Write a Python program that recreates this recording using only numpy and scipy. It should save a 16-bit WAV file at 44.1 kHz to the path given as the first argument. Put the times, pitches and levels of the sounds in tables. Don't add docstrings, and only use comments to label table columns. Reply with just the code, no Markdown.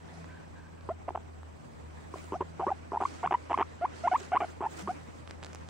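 import sys
import numpy as np
from scipy import signal
from scipy.fft import rfft, irfft
from scipy.io import wavfile
from scipy.ndimage import uniform_filter1d

SR = 44100
rng = np.random.default_rng(int(sys.argv[2]) if len(sys.argv) > 2 else 0)


def unload_wav(signal):
    wavfile.write(
        sys.argv[1],
        SR,
        np.round(np.clip(np.atleast_2d(signal).T, -1, 1) * 32767).astype(np.int16),
    )


def magnitude_from_level(level_db):
    exponent = np.asarray(level_db, float) / 20
    return 10 ** exponent


N = 250929

# (multiple of pitch, level [dB])
OVERTONES = [(2, 0), (3, -5), (4, -8)]
# (time [s], overtones re pitch [dB])
PRESS = [(.9, -21), (2.3, -28), (2.42, -20), (2.63, -27), (2.69, -25), (2.72, -27), (2.97, -24.5),
         (3.05, -18), (3.25, -15), (3.35, -16), (3.54, -15.5), (3.6, -11.5), (3.85, -19), (4.1, -15.5),
         (4.42, -15), (4.65, -19), (4.9, -19.5)]


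def in_time(rows):
    s, *columns = np.transpose(rows)
    return [np.interp(np.arange(N) / SR, s, c) for c in columns]


def at_hz(points, hz):
    point_hz, level = np.transpose(points)
    return np.interp(np.log(hz), np.log(point_hz), level)


def rms_one(x):
    return x / np.sqrt(np.mean(x ** 2) + 1e-20)


def drift(rate):
    r = np.exp(-2 * np.pi * rate / SR)
    settling = 20000
    noise = rng.standard_normal(N + settling)
    return rms_one(signal.lfilter([1], [1, -2 * r, r * r], noise)[settling:])


def phase_of(hz):
    return 2 * np.pi * np.cumsum(hz) / SR


def filtered(x, order, hz, kind):
    return signal.sosfilt(signal.butter(order, hz, kind, fs=SR, output="sos"), x)


def banded_noise(spectrum, patchy_db):
    # (frequency [Hz], left-right correlation [-1..1])
    likeness = [(30, -0.96), (60, -0.42), (150, -0.33), (500, -0.53), (1500, -0.24), (5000, 0.24),
                (15000, 0.56)]
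    out, edges = 0, 20 * 2 ** (np.arange(30) / 3)
    white = rng.standard_normal((2, 2, N))
    flicker = [drift(17.0) for k in range(3)]
    for k, (low, high) in enumerate(zip(edges, edges[1:])):
        hz = np.sqrt(low * high)
        if spectrum[0][0] < hz < spectrum[-1][0]:
            mid, side = filtered(white[k % 2], 3, [low, high], "band")
            alike = np.clip(at_hz(likeness, hz), -1, 1)
            gain = magnitude_from_level(at_hz(spectrum, hz) + patchy_db * flicker[k % 3])
            out = out + gain * (np.sqrt(1 + alike) * mid + np.sqrt(1 - alike) * side * [[1], [-1]])
    return out / np.sqrt(np.mean(out.mean(axis=0) ** 2))


def faint_tone(rows, rough):
    hz, level_db = in_time(rows)
    t = np.arange(N) / SR
    gate = np.clip(np.minimum(t - rows[0][0], rows[-1][0] - t) / 0.034, 0, 1)
    level = magnitude_from_level(level_db + 80 * rough * drift(70))
    return np.sqrt(2) * gate * level * np.sin(phase_of(hz * (1 + rough * drift(90))))


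def air():
    # (frequency [Hz], spectral density [dB])
    air_spectrum = [(20, -12), (50, 0.5), (150, 1.5), (400, -6.5), (1000, -9.5), (2000, -29.5),
                    (4000, -31.5), (16000, -38.5)]
    return magnitude_from_level(-56) * banded_noise(air_spectrum, patchy_db=2.5)


def motor():
    # (time [s], frequency [Hz], level [dB])
    first_order = [(0.0, 84.3, -56), (0.33, 83.9, -48.5), (0.41, 83.8, -60), (0.49, 84.83, -52.5),
                   (1.19, 82.2, -51), (1.54, 78.6, -50), (1.63, 79.1, -69), (1.85, 78.2, -49.5),
                   (2.34, 84.16, -51.5), (2.42, 82.8, -48.5), (2.57, 82.77, -52.5), (5.1, 82.92, -53),
                   (5.69, 83, -48.5)]
    # (time [s], level [dB])
    second_order = [(0.0, -65), (0.2, -50.5), (0.58, -67.5), (0.65, -57), (0.95, -69), (2.57, -56.5),
                    (3.14, -74), (3.26, -49.5), (3.41, -72.5), (5.05, -57.5), (5.2, -80), (5.69, -57.5)]
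    hz, first_db = in_time(first_order)
    phase = phase_of(hz + 0.573 * drift(5.6))
    first = magnitude_from_level(first_db + 1.2 * drift(4.5) + 0.68 * drift(40)) * np.sin(phase)
    second = magnitude_from_level(in_time(second_order)[0] + drift(20)) * np.sin(1.96 * phase)
    third = magnitude_from_level(-67 + 3 * drift(3)) * np.sin(2.95 * phase)
    return np.sqrt(2) * (first + second + third)


def bird():
    # (start [s], length [s], level [dB])
    call_times = [
        (.275, .18, -61),
        (.55, .14, -62),
        (.72, .1, -68),
    ]
    # (frequency [Hz], width [Hz], level [dB])
    throat_bands = [(1000, 83, -3), (1546, 36, -2.5), (1620, 39, -2.5), (1710, 55, -13), (2300, 80, -20)]
    # (time [s], frequency [Hz], level [dB])
    cores = [
        [(.275, 1560, -66), (.36, 1545, -67), (.46, 1530, -71)],
        [(.55, 1600, -68), (.62, 1560, -68), (.69, 1530, -70)],
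    ]
    rise_s, sag_db = 0.0098, -5
    t, white = np.arange(N) / SR, rng.standard_normal(N)
    breath, calls = 0, 0
    for hz, width, db in throat_bands:
        breath = breath + magnitude_from_level(db) * rms_one(filtered(white, 1, [hz - width / 2, hz + width / 2], "band"))
    for s, length, db in call_times:
        knots = [s, s + rise_s, s + length, s + length + 2 * rise_s]
        calls = calls + magnitude_from_level(db) * np.interp(t, knots, [0, 1, magnitude_from_level(sag_db), 0])
    return breath * calls + sum(faint_tone(core, rough=0.02) for core in cores)


def cloth():
    # (time [s], frequency [Hz], level [dB])
    groan = [
        (4.79, 160.6, -55),
        (4.858, 204, -43),
        (4.93, 196, -62),
    ]
    # (time [s], frequency [Hz], level [dB])
    creak = [
        (.04, 650, -75),
        (.15, 709, -60.5),
        (.23, 660, -56),
    ]
    return faint_tone(groan, rough=0.015) + faint_tone(creak, rough=0.07)


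def stroking_db():
    # (peak [s], swell [s], fade [s], level [dB])
    strokes = [(.177, 0.12, 0.11, -63.5), (1.63, 0.037, 0.17, -74), (1.95, .08, 0.35, -70),
               (2.174, 0.031, 0.049, -60), (2.27, 0.079, 0.16, -66), (2.68, 0.18, 0.15, -66.5),
               (3.08, 0.05, 0.11, -59), (3.15, 0.1, 0.098, -58.5), (3.55, 0.4, 0.33, -65),
               (3.97, 0.072, 0.25, -60), (4.2, 0.085, 0.054, -55.5), (4.25, 0.056, 0.026, -57),
               (4.497, 0.13, 0.031, -61.5), (4.74, 0.044, 0.045, -58), (4.805, 0.036, 0.02, -51),
               (4.9, 0.096, 0.14, -61), (5.17, 0.091, .05, -65.5), (5.3, 0.0444, 0.1, -68.5),
               (5.445, 0.035, 0.44, -66)]
    flank_db, resting_db = 7.5, -75
    t = np.arange(0, N / SR + .002, .002)
    power = magnitude_from_level(resting_db) ** 2
    for s, swell, fade, db in strokes:
        power = power + magnitude_from_level(db - flank_db * np.abs(t - s) / np.where(t < s, swell, fade)) ** 2
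    return in_time(np.transpose([t, 10 * np.log10(power)]))[0]


def hand():
    # (frequency [Hz], spectral density [dB])
    fur_spectrum = [(2000, -21), (3000, -4.5), (4500, -0.5), (7500, -1), (10000, -3.5), (17000, 0)]
    # (frequency [Hz], spectral density [dB])
    rub_spectrum = [(200, 1), (300, 7.5), (700, -1), (1600, -3.5), (2500, -8.5), (4500, -24.5)]
    # (time [s], level of the top treble [dB])
    sheen = [(0, -3), (2.18, 3.5), (2.27, 7.5), (2.4, -4), (3.12, -4), (4.0, -10), (4.2, -5.5), (4.5, 0),
             (4.8, 3), (5.69, -3.5)]
    hiss_db = stroking_db()
    rub_db = -59.5 + 0.61 * (hiss_db + 70)
    firmness = np.clip((hiss_db + 64.0) / 8, .2, 1)
    grain_db = firmness * np.clip(3.1 * drift(300) + 0.51 * drift(30), -7, 5.5)
    fur = banded_noise(fur_spectrum, patchy_db=2.0)
    treble = signal.sosfiltfilt(signal.butter(2, 8900, "high", fs=SR, output="sos"), fur)
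    fur = fur + (magnitude_from_level(in_time(sheen)[0]) - 1) * treble
    return magnitude_from_level(hiss_db + grain_db + 2.5) * fur + magnitude_from_level(rub_db) * banded_noise(rub_spectrum, patchy_db=2.3)


def zip_of_hair():
    # (peak [s], width [s], frequency [Hz], level [dB])
    caught_lock = (3.105, .04, 4450, -70)
    s, width, hz, db = caught_lock
    band = filtered(rng.standard_normal(N), 2, [hz * 0.99, hz * 1.01], "band")
    return rms_one(band) * magnitude_from_level(db + 3.0 * drift(60)) * np.exp(-((np.arange(N) / SR - s) / width) ** 2)


def ticks():
    # (time [s], peak level [dB], softness [ms])
    contacts = [(0.244, -38.5, 0.17), (0.8096, -48, 0.057), (1.432, -38.5, 0.24), (3.015, -38.5, 0.015),
                (3.472, -58, 0.017), (3.619, -57.5, 0.023), (2.184, -37, 0.024), (2.243, -39, 0.016),
                (4.2058, -35, 0.025), (4.286, -49, 0.036), (4.7945, -34.5, .02), (5.276, -36, 0.065),
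                (5.2972, -42, 0.07), (5.3099, -29.5, 0.039), (5.4293, -33, 0.071), (5.4369, -33, 0.032),
                (5.4473, -28.5, 0.027), (5.4608, -36.5, 0.032), (5.4666, -36, 0.049), (5.532, -36.5, 0.035),
                (5.5485, -27.5, 0.012), (5.558, -38, 0.036), (5.6884, -35.5, 0.048)]
    lead_s = .0004
    out, t = np.zeros(N + 300), np.arange(300) / SR
    for s, level_db, soft_ms in contacts:
        soft = np.clip(soft_ms, .015, .35) / 1000
        dip = np.exp(-((t - lead_s) / soft) ** 2)
        rebound = 0.49 * np.exp(-((t - .0007) / 0.00032) ** 2)
        rattle = signal.lfilter([1], [1, -np.exp(-1 / (soft * SR))], rng.standard_normal(300))
        rattle = 0.19 * rms_one(rattle) * np.exp(-t / 0.00086)
        at = round((s - lead_s) * SR)
        out[at:at + 300] += magnitude_from_level(level_db + 5.0) * (rebound - dip + rattle)
    return filtered(out[:N], 1, 500, "high") * magnitude_from_level([[-.8], [.8]])


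def rasp():
    return rms_one(filtered(rng.standard_normal(N), 1, [1100, 2300], "band"))


def overtones(phase, press_db, thinning_db):
    slack_db = np.clip(-12 - press_db, 0, 8)
    out = 0
    for k, db in OVERTONES:
        level = magnitude_from_level(db - thinning_db * np.sqrt(k - 1) - slack_db * (k - 2))
        out = out + level * np.cos(k * phase + .6 * k)
    return out


def flick(s, length, from_hz, to_hz, level_db):
    attack_s, shoulder_db, glide_bend = 0.0024, 1, 1.29
    release_s, release_share = .005, .2
    shoulder_s = max(length * (1 - release_share) - release_s, attack_s * 1.44)
    t = np.linspace(0, length, 24)
    size = np.interp(t, [0, attack_s, shoulder_s, length], magnitude_from_level([-35, 0, shoulder_db, -35]))
    hz = from_hz + (to_hz - from_hz) * (t / length) ** glide_bend
    return np.transpose([s + t, hz, level_db + 20 * np.log10(size)])


def whistles():
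    # (time [s], pitch [Hz], peak level [dB])
    glides = [
        [(2.677, 1010, -40), (2.68, 1050, -26), (2.686, 1150, -30), (2.694, 1220, -32), (2.699, 1210, -38),
         (2.701, 1050, -41)],
        [(2.343, 560, -45), (2.35, 626, -37), (2.359, 730, -30), (2.366, 750, -35), (2.369, 800, -56)],
        [(4.036, 645, -41), (4.039, 661, -30.5), (4.057, 727, -22.5), (4.062, 672, -26), (4.069, 696, -28),
         (4.072, 780, -34)],
        [(4.1135, 740, -48), (4.117, 713, -21.5), (4.128, 762, -20.5), (4.135, 687, -25.5), (4.1375, 890, -20),
         (4.1395, 900, -52)],
        [(3.233, 690, -49), (3.2395, 713, -27.5), (3.243, 712, -24), (3.25, 743, -24.5), (3.254, 850, -22.5),
         (3.256, 900, -44)],
        [(3.811, 582.5, -38), (3.818, 653, -34), (3.829, 718, -25), (3.842, 703, -26), (3.848, 780, -23),
         (3.854, 985, -21.5), (3.858, 1065, -26), (3.862, 1270, -50)],
        [(3.5395, 940, -42), (3.5415, 985, -19.5), (3.544, 1050, -17.5), (3.548, 1120, -28), (3.552, 1230, -41),
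         (3.554, 1250, -50)],
        [(4.323, 660, -31), (4.326, 679, -28.5), (4.337, 775, -19.5), (4.345, 690, -27), (4.349, 766, -21),
         (4.351, 912, -48)],
        [(4.419, 780, -43), (4.422, 734, -31), (4.426, 688, -24), (4.433, 667, -32), (4.436, 810, -27),
         (4.439, 700, -54)],
    ]
    # (start [s], length [s], from [Hz], to [Hz], peak level [dB])
    flicks = [(0.897, 0.028, 612, 746, -30), (2.341, 0.018, 1136, 1400, -42.5),
              (2.4213, 0.0097, 1025, 1150, -37.5), (2.63, 0.021, 710, 870, -27),
              (2.713, 0.017, 833, 724, -23), (2.97, 0.0098, 900, 1000, -21), (3.051, 0.011, 997, 1250, -19),
              (3.2295, 0.0055, 890, 1050, -27), (3.2342, 0.0044, 1065, 960, -28),
              (3.272, 0.0056, 960, 1320, -21.5), (3.344, 0.013, 936, 1045, -17.5),
              (3.623, 0.0074, 962, 1420, -20.5), (4.072, 0.016, 825, 1220, -18.5),
              (4.142, 0.026, 802, 1288, -20), (4.207, 0.022, 384, 400, -42.5),
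              (4.365, 0.014, 947, 1320, -17.5), (4.441, 0.012, 785, 590, -28),
              (4.659, 0.016, 815, 990, -24.5), (4.884, 0.014, 1150, 1390, -36),
              (4.889, 0.03, 703, 795, -28.5)]
    # (time [s], width [s], half-pitch line re pitch [dB])
    doubling = [(2.42, 0.019, 2), (2.692, 0.014, -0.5), (3.841, 0.0064, -13), (4.067, 0.0038, -11.5),
                (4.133, 0.0029, -13), (4.43, 0.031, -16), (3.236, 0.0066, -9.5), (4.348, 0.0018, -8.5),
                (4.891, 0.0063, -14)]
    unsteady, breath_db = .06, -19
    out, wobble, clock = np.zeros(N), drift(220), np.arange(N) / SR
    half = magnitude_from_level(-37.0) + sum(magnitude_from_level(db) * np.exp(-((clock - s) / width) ** 2) for s, width, db in doubling)
    press_db, = in_time(PRESS)
    breath = rasp()
    for rows in glides + [flick(*n) for n in flicks]:
        s, hz, level_db = np.transpose(rows)
        span = np.arange(int(s[0] * SR), int(s[-1] * SR) + 40)
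        t = span / SR
        size = uniform_filter1d(np.interp(t, [*s, t[-1]], [*magnitude_from_level(level_db), 0]), size=24)
        pitch = np.interp(t, s, hz)
        alternation = np.minimum(half[span], .3)
        waver = (.01 + unsteady * alternation) * wobble[span]
        phase = phase_of(pitch * (1 + waver)) + rng.uniform(0, 2 * np.pi)
        thinning_db = 6.8 * np.clip((pitch - 760) / 150, 0, 1)
        edge = magnitude_from_level(press_db[span] + 0.73 * wobble[span - 400]) * overtones(phase, press_db[span], thinning_db)
        gush_db = press_db[span] + breath_db + 20 * alternation - thinning_db
        edge += magnitude_from_level(gush_db) * breath[span] * (1 + np.cos(phase))
        edge *= (size.max() / (size + 1e-4)) ** 0.45
        subharmonic = half[span] * (np.cos(phase / 2) + 0.18 * np.cos(1.6 * phase))
        out[span] += size * (np.cos(phase) + edge + subharmonic)
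    return out


def chuts():
    # (time [s], peak level [dB], ring [Hz], length [ms], chest re ring [dB])
    closures = [(0.89, -28, 933, 3.2, 1.5), (0.894, -33, 1050, 4.9, -16), (1.0804, -35, 700, 4.1, -27),
                (1.0837, -24.5, 694, 3.1, -19), (1.0878, -27, 750, 1.1, -19),
                (1.0907, -23.5, 920, 1.4, -17), (1.106, -30.5, 800, 2.8, -5.5),
                (1.1484, -35, 645, 2.9, -25), (1.1522, -25.5, 730, 4.7, -24),
                (1.1581, -22.5, 940, 1.3, -17.5), (1.1752, -29, 803, 3.7, -16),
                (2.1403, -32.5, 1040, 4.3, 1.5), (2.1583, -35.5, 646, 3.8, -20),
                (2.3224, -29.5, 940, 4.1, 5), (2.3324, -30, 1040, 4, 3.5), (2.3391, -34, 650, 1.5, -20),
                (2.341, -28, 905, 1.8, -16), (2.3446, -29, 650, 1.7, -20), (2.4072, -31, 1000, 3.5, 7.5),
                (2.4101, -24.0, 930, 5, -10), (2.4146, -35, 1060, 5.1, -12), (2.4203, -32, 1035, 3.6, 2),
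                (2.5959, -32.0, 900, 1.97, 3), (2.5984, -28.5, 965, 4.3, -4.5),
                (2.6031, -31, 650, 3, -24), (2.6069, -25, 970, 1.9, -11), (2.6099, -34.5, 744, 3.6, -20),
                (2.613, -24.5, 950, 1.8, -17), (2.6205, -29, 750, 5.4, -20),
                (2.6261, -27.5, 807, 3.6, -18), (2.6674, -23, 930, 3.8, -0.5),
                (2.6727, -29, 1060, 3.9, 4), (2.6765, -34, 1160, 3.9, -1), (2.7042, -25, 850, 3.4, -10),
                (2.9197, -29.5, 1000, 4.6, 0.5), (2.9326, -26.5, 736, 2.5, -21),
                    (2.9371, -27.5, 770, 3.6, -4), (2.9441, -26.0, 850, 3.75, -20),
                    (2.9501, -24, 840, 2.9, -21), (2.9599, -24, 840, 2.5, -16),
                    (3.0039, -26.5, 714, 3.1, -28), (3.008, -25, 950, 2, -17), (3.0131, -25, 1110, 3.2, -1),
                    (3.0206, -22.5, 800, 4.5, -21), (3.0259, -22.5, 840, 2.9, -11),
                    (3.0365, -22.5, 900, 2.7, -20), (3.2607, -20, 900, 2.4, -20),
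                    (3.31, -22, 760, 5.4, -24), (3.3209, -27.5, 700, 0.98, -3), (3.324, -19.0, 900, 2, -20),
                    (3.3291, -19.5, 905, 2.3, -18), (3.338, -33, 794, 7.1, -22),
                    (3.3408, -22.5, 1000, 4.9, -12), (3.4986, -30, 950, 2, -7),
                    (3.5046, -26.0, 900, 2, -13), (3.5086, -23, 804, 3.7, -18),
                    (3.5129, -22, 705, 1.5, -22), (3.5159, -23.5, 749, 4.3, -8), (3.5195, -23, 970, 2, -9),
                    (3.5306, -22, 900, 3.1, -20),
                (3.5761, -22.5, 790, 3.1, -15), (3.5873, -24.5, 1060, 4.7, -0.5),
                  (3.5969, -19.5, 930, 1.6, -10.5), (3.6026, -22.5, 1000, 1.4, -11),
                  (3.6071, -21, 940, 1.2, -5.5), (3.6102, -20.5, 813, 3.8, -17),
                  (3.6168, -19.5, 940, 2.5, -12), (4.3189, -28, 747, 4.3, -14),
                  (4.3553, -19, 920, 2.2, -17), (4.3615, -18, 960, 1.9, -20), (4.4047, -25.5, 750, 3, -13),
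                  (4.4082, -31.5, 1220, 4, -23), (4.4107, -26, 810, 3.1, -6), (4.418, -25.5, 750, 4.8, -7),
                  (4.607, -32.5, 898, 4.3, 6), (4.6145, -30, 1053, 4.2, -10),
                  (4.6236, -27.5, 800, 3.66, -13), (4.6293, -27, 785, 2.9, -20),
                  (4.6354, -28, 850, 2.4, -14), (4.64, -25, 860, 3, -12), (4.6452, -28.0, 860, 3.54, -24),
                  (4.6499, -28, 910, 3.8, -25), (4.6549, -26, 846, 2.9, -18), (4.8753, -27, 1026, 3.4, -9),
                  (4.8808, -29.5, 1140, 3.4, 1.5)]
    further_closures = [(3.3128, -26, 1000, 2.2, -12), (3.6127, -24, 1050, 2.2, -18),
                        (3.5785, -30, 1000, 1.5, -14), (4.3206, -33, 1150, 1.6, -18),
                        (4.4064, -31, 1150, 1.8, -18), (4.4124, -32, 1150, 1.8, -12),
                        (4.4355, -32, 1050, 2, -18), (2.4184, -33, 700, 1.5, 2), (3.0145, -30, 1000, 1.5, -10),
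                        (3.2536, -28, 1000, 1.6, -18)]
    # (time [s], mouth level [dB], nose level [dB])
    opening = [(.9, -25, -31), (1.09, -16, -29), (1.15, -20, -27), (2.14, -26, -31), (2.32, -26, -14),
               (2.335, -24, -15), (2.41, -27, -17), (2.6, -22, -24), (2.67, -18, -33), (2.94, -20, -35),
               (3.01, -18, -36), (3.26, -18, -17), (3.32, -9, -23), (3.51, -16, -20), (3.53, -10, -15),
               (3.58, -9, -15), (3.6, -11, -26), (3.62, -18, -15), (4.32, -11, -20), (4.36, -12, -24),
               (4.41, -3.5, -26), (4.61, -15, -32), (4.65, -14, -38), (4.88, -20, -26)]
    mouth_hz, nose_hz, mouth_fade_s = 2010, 2760, 0.00029
    chest_hz, chest_t60_s = 380, 0.034
    cheek_hz, cheek_db, cheek_rise_s = 1252, -11.5, .0018
    swell_s = .0007
    first_cycle_share, aftersnap_db = 0.93, -10
    out, t, (press_db,) = np.zeros(N), np.arange(-80, 1200) / SR, in_time(PRESS)
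    breath, (mouth_db, nose_db) = rasp(), in_time(opening)
    late = np.maximum(t, 0)
    for s, level_db, hz, length_ms, chest_db in closures + further_closures:
        luck = rng.uniform(-1, 1, 3)
        at = round(s * SR) - 96
        here = slice(at, at + len(t))
        decay_s = np.clip(length_ms, 1.2, 6) / 1000
        size = np.exp(-np.abs(t / np.where(t < 0, swell_s, decay_s)) ** 3)
        phase = 2 * np.pi * hz * t
        edge = 0.63 * breath[here]
        for k, db in OVERTONES:
            edge = edge - magnitude_from_level(db) * np.sin(k * phase + .5 * k * luck[0])
        grow = 1 - (1 - first_cycle_share) * np.exp(-(late * hz) ** 2)
        cheek_phase = 2 * np.pi * cheek_hz * (1 + 0.033 * luck[2]) * t + 3 * luck[1]
        cheek = magnitude_from_level(cheek_db + 4.3 * luck[0]) * np.tanh((late / cheek_rise_s) ** 2) * np.sin(cheek_phase)
        burst = size * (cheek - grow * np.sin(phase)) + magnitude_from_level(press_db[at] - 9.0) * size ** 1.1 * edge
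        chest = -np.sin(2 * np.pi * chest_hz * (1 + 0.058 * luck[1]) * late) * magnitude_from_level(-60 * late / chest_t60_s)
        struck = np.exp(-np.abs(t) / np.where(t < 0, .0002, mouth_fade_s))
        waver = 2 * np.pi * (1 + .06 * luck[2]) * t
        mouth = magnitude_from_level(mouth_db[at]) * np.sin(mouth_hz * waver)
        nose = magnitude_from_level(nose_db[at]) * np.sin(nose_hz * waver)
        snap = struck * (mouth + nose)
        aftersnap = magnitude_from_level(aftersnap_db) * size * np.roll(snap, round(SR / hz))
        out[here] += magnitude_from_level(level_db) * (burst - snap - aftersnap + magnitude_from_level(chest_db) * chest)
    return out


def guinea_pig():
    return filtered(filtered(whistles() + chuts(), 12, 3330, "low"), 2, 170, "high")


def yard(voice):
    # (delay [s], left level [dB], right level [dB])
    echoes = [
        (.0047, -49, -26.5),
        (.0093, -45.5, -27.5),
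        (.0142, -33, -42.5),
        (.0203, -31, -36.5),
        (.0271, -32, -39.5),
    ]
    dull = filtered(voice, 1, [500, 1800], "band")
    out = voice
    for s, left_db, right_db in echoes:
        out = out + magnitude_from_level([[left_db], [right_db]]) * np.roll(dull, round(s * SR))
    return out


def scene():
    far = air() + motor() + bird()
    close = cloth() + hand() + zip_of_hair() + ticks()
    return far + close + yard(guinea_pig())


def band_limit(x):
    return signal.sosfilt(signal.butter(12, 16370, fs=SR, output="sos"), x)


def record(dry):
    # (frequency [Hz], right over left [dB])
    rightward = [(100, -0.5), (1000, 0.5), (2500, 2), (6000, 3.5), (15000, 4.5)]
    # (frequency [Hz], level [dB])
    mic_colour = [(8000, 0), (10000, -6.5), (11200, -15.5), (12000, -26.5), (13000, -23), (15000, -10.5)]
    # (frequency [Hz], frequency [Hz])
    whine_lines = (7852, 7882)
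    left_lag_s, cutoff_hz, whine_db, self_noise_db = 3.2e-5, 15765, -81.5, -81
    hz = np.fft.rfftfreq(N, 1 / SR) + 1e-3
    passed = hz < cutoff_hz
    tilt = at_hz(rightward, hz) / 2
    ports = np.array([magnitude_from_level(-tilt) * np.exp(-2j * np.pi * hz * left_lag_s), magnitude_from_level(tilt) + 0j])
    heard = irfft(rfft(dry, axis=1) * ports * magnitude_from_level(at_hz(mic_colour, hz)) * passed, N, axis=1)
    whine = 0
    for line_hz in whine_lines:
        whine = whine + magnitude_from_level(whine_db + 1.2 * drift(5)) * np.sin(phase_of(line_hz + 2.9 * drift(5)))
    noise_shape = np.where(hz > 12500, 1, .3 * (hz > 10500)) * passed
    self_noise = magnitude_from_level(self_noise_db) * irfft(rfft(rng.standard_normal((2, N))) * noise_shape, N)
    return band_limit(heard + whine + self_noise)


dry = scene()
out = record(dry)
unload_wav(out)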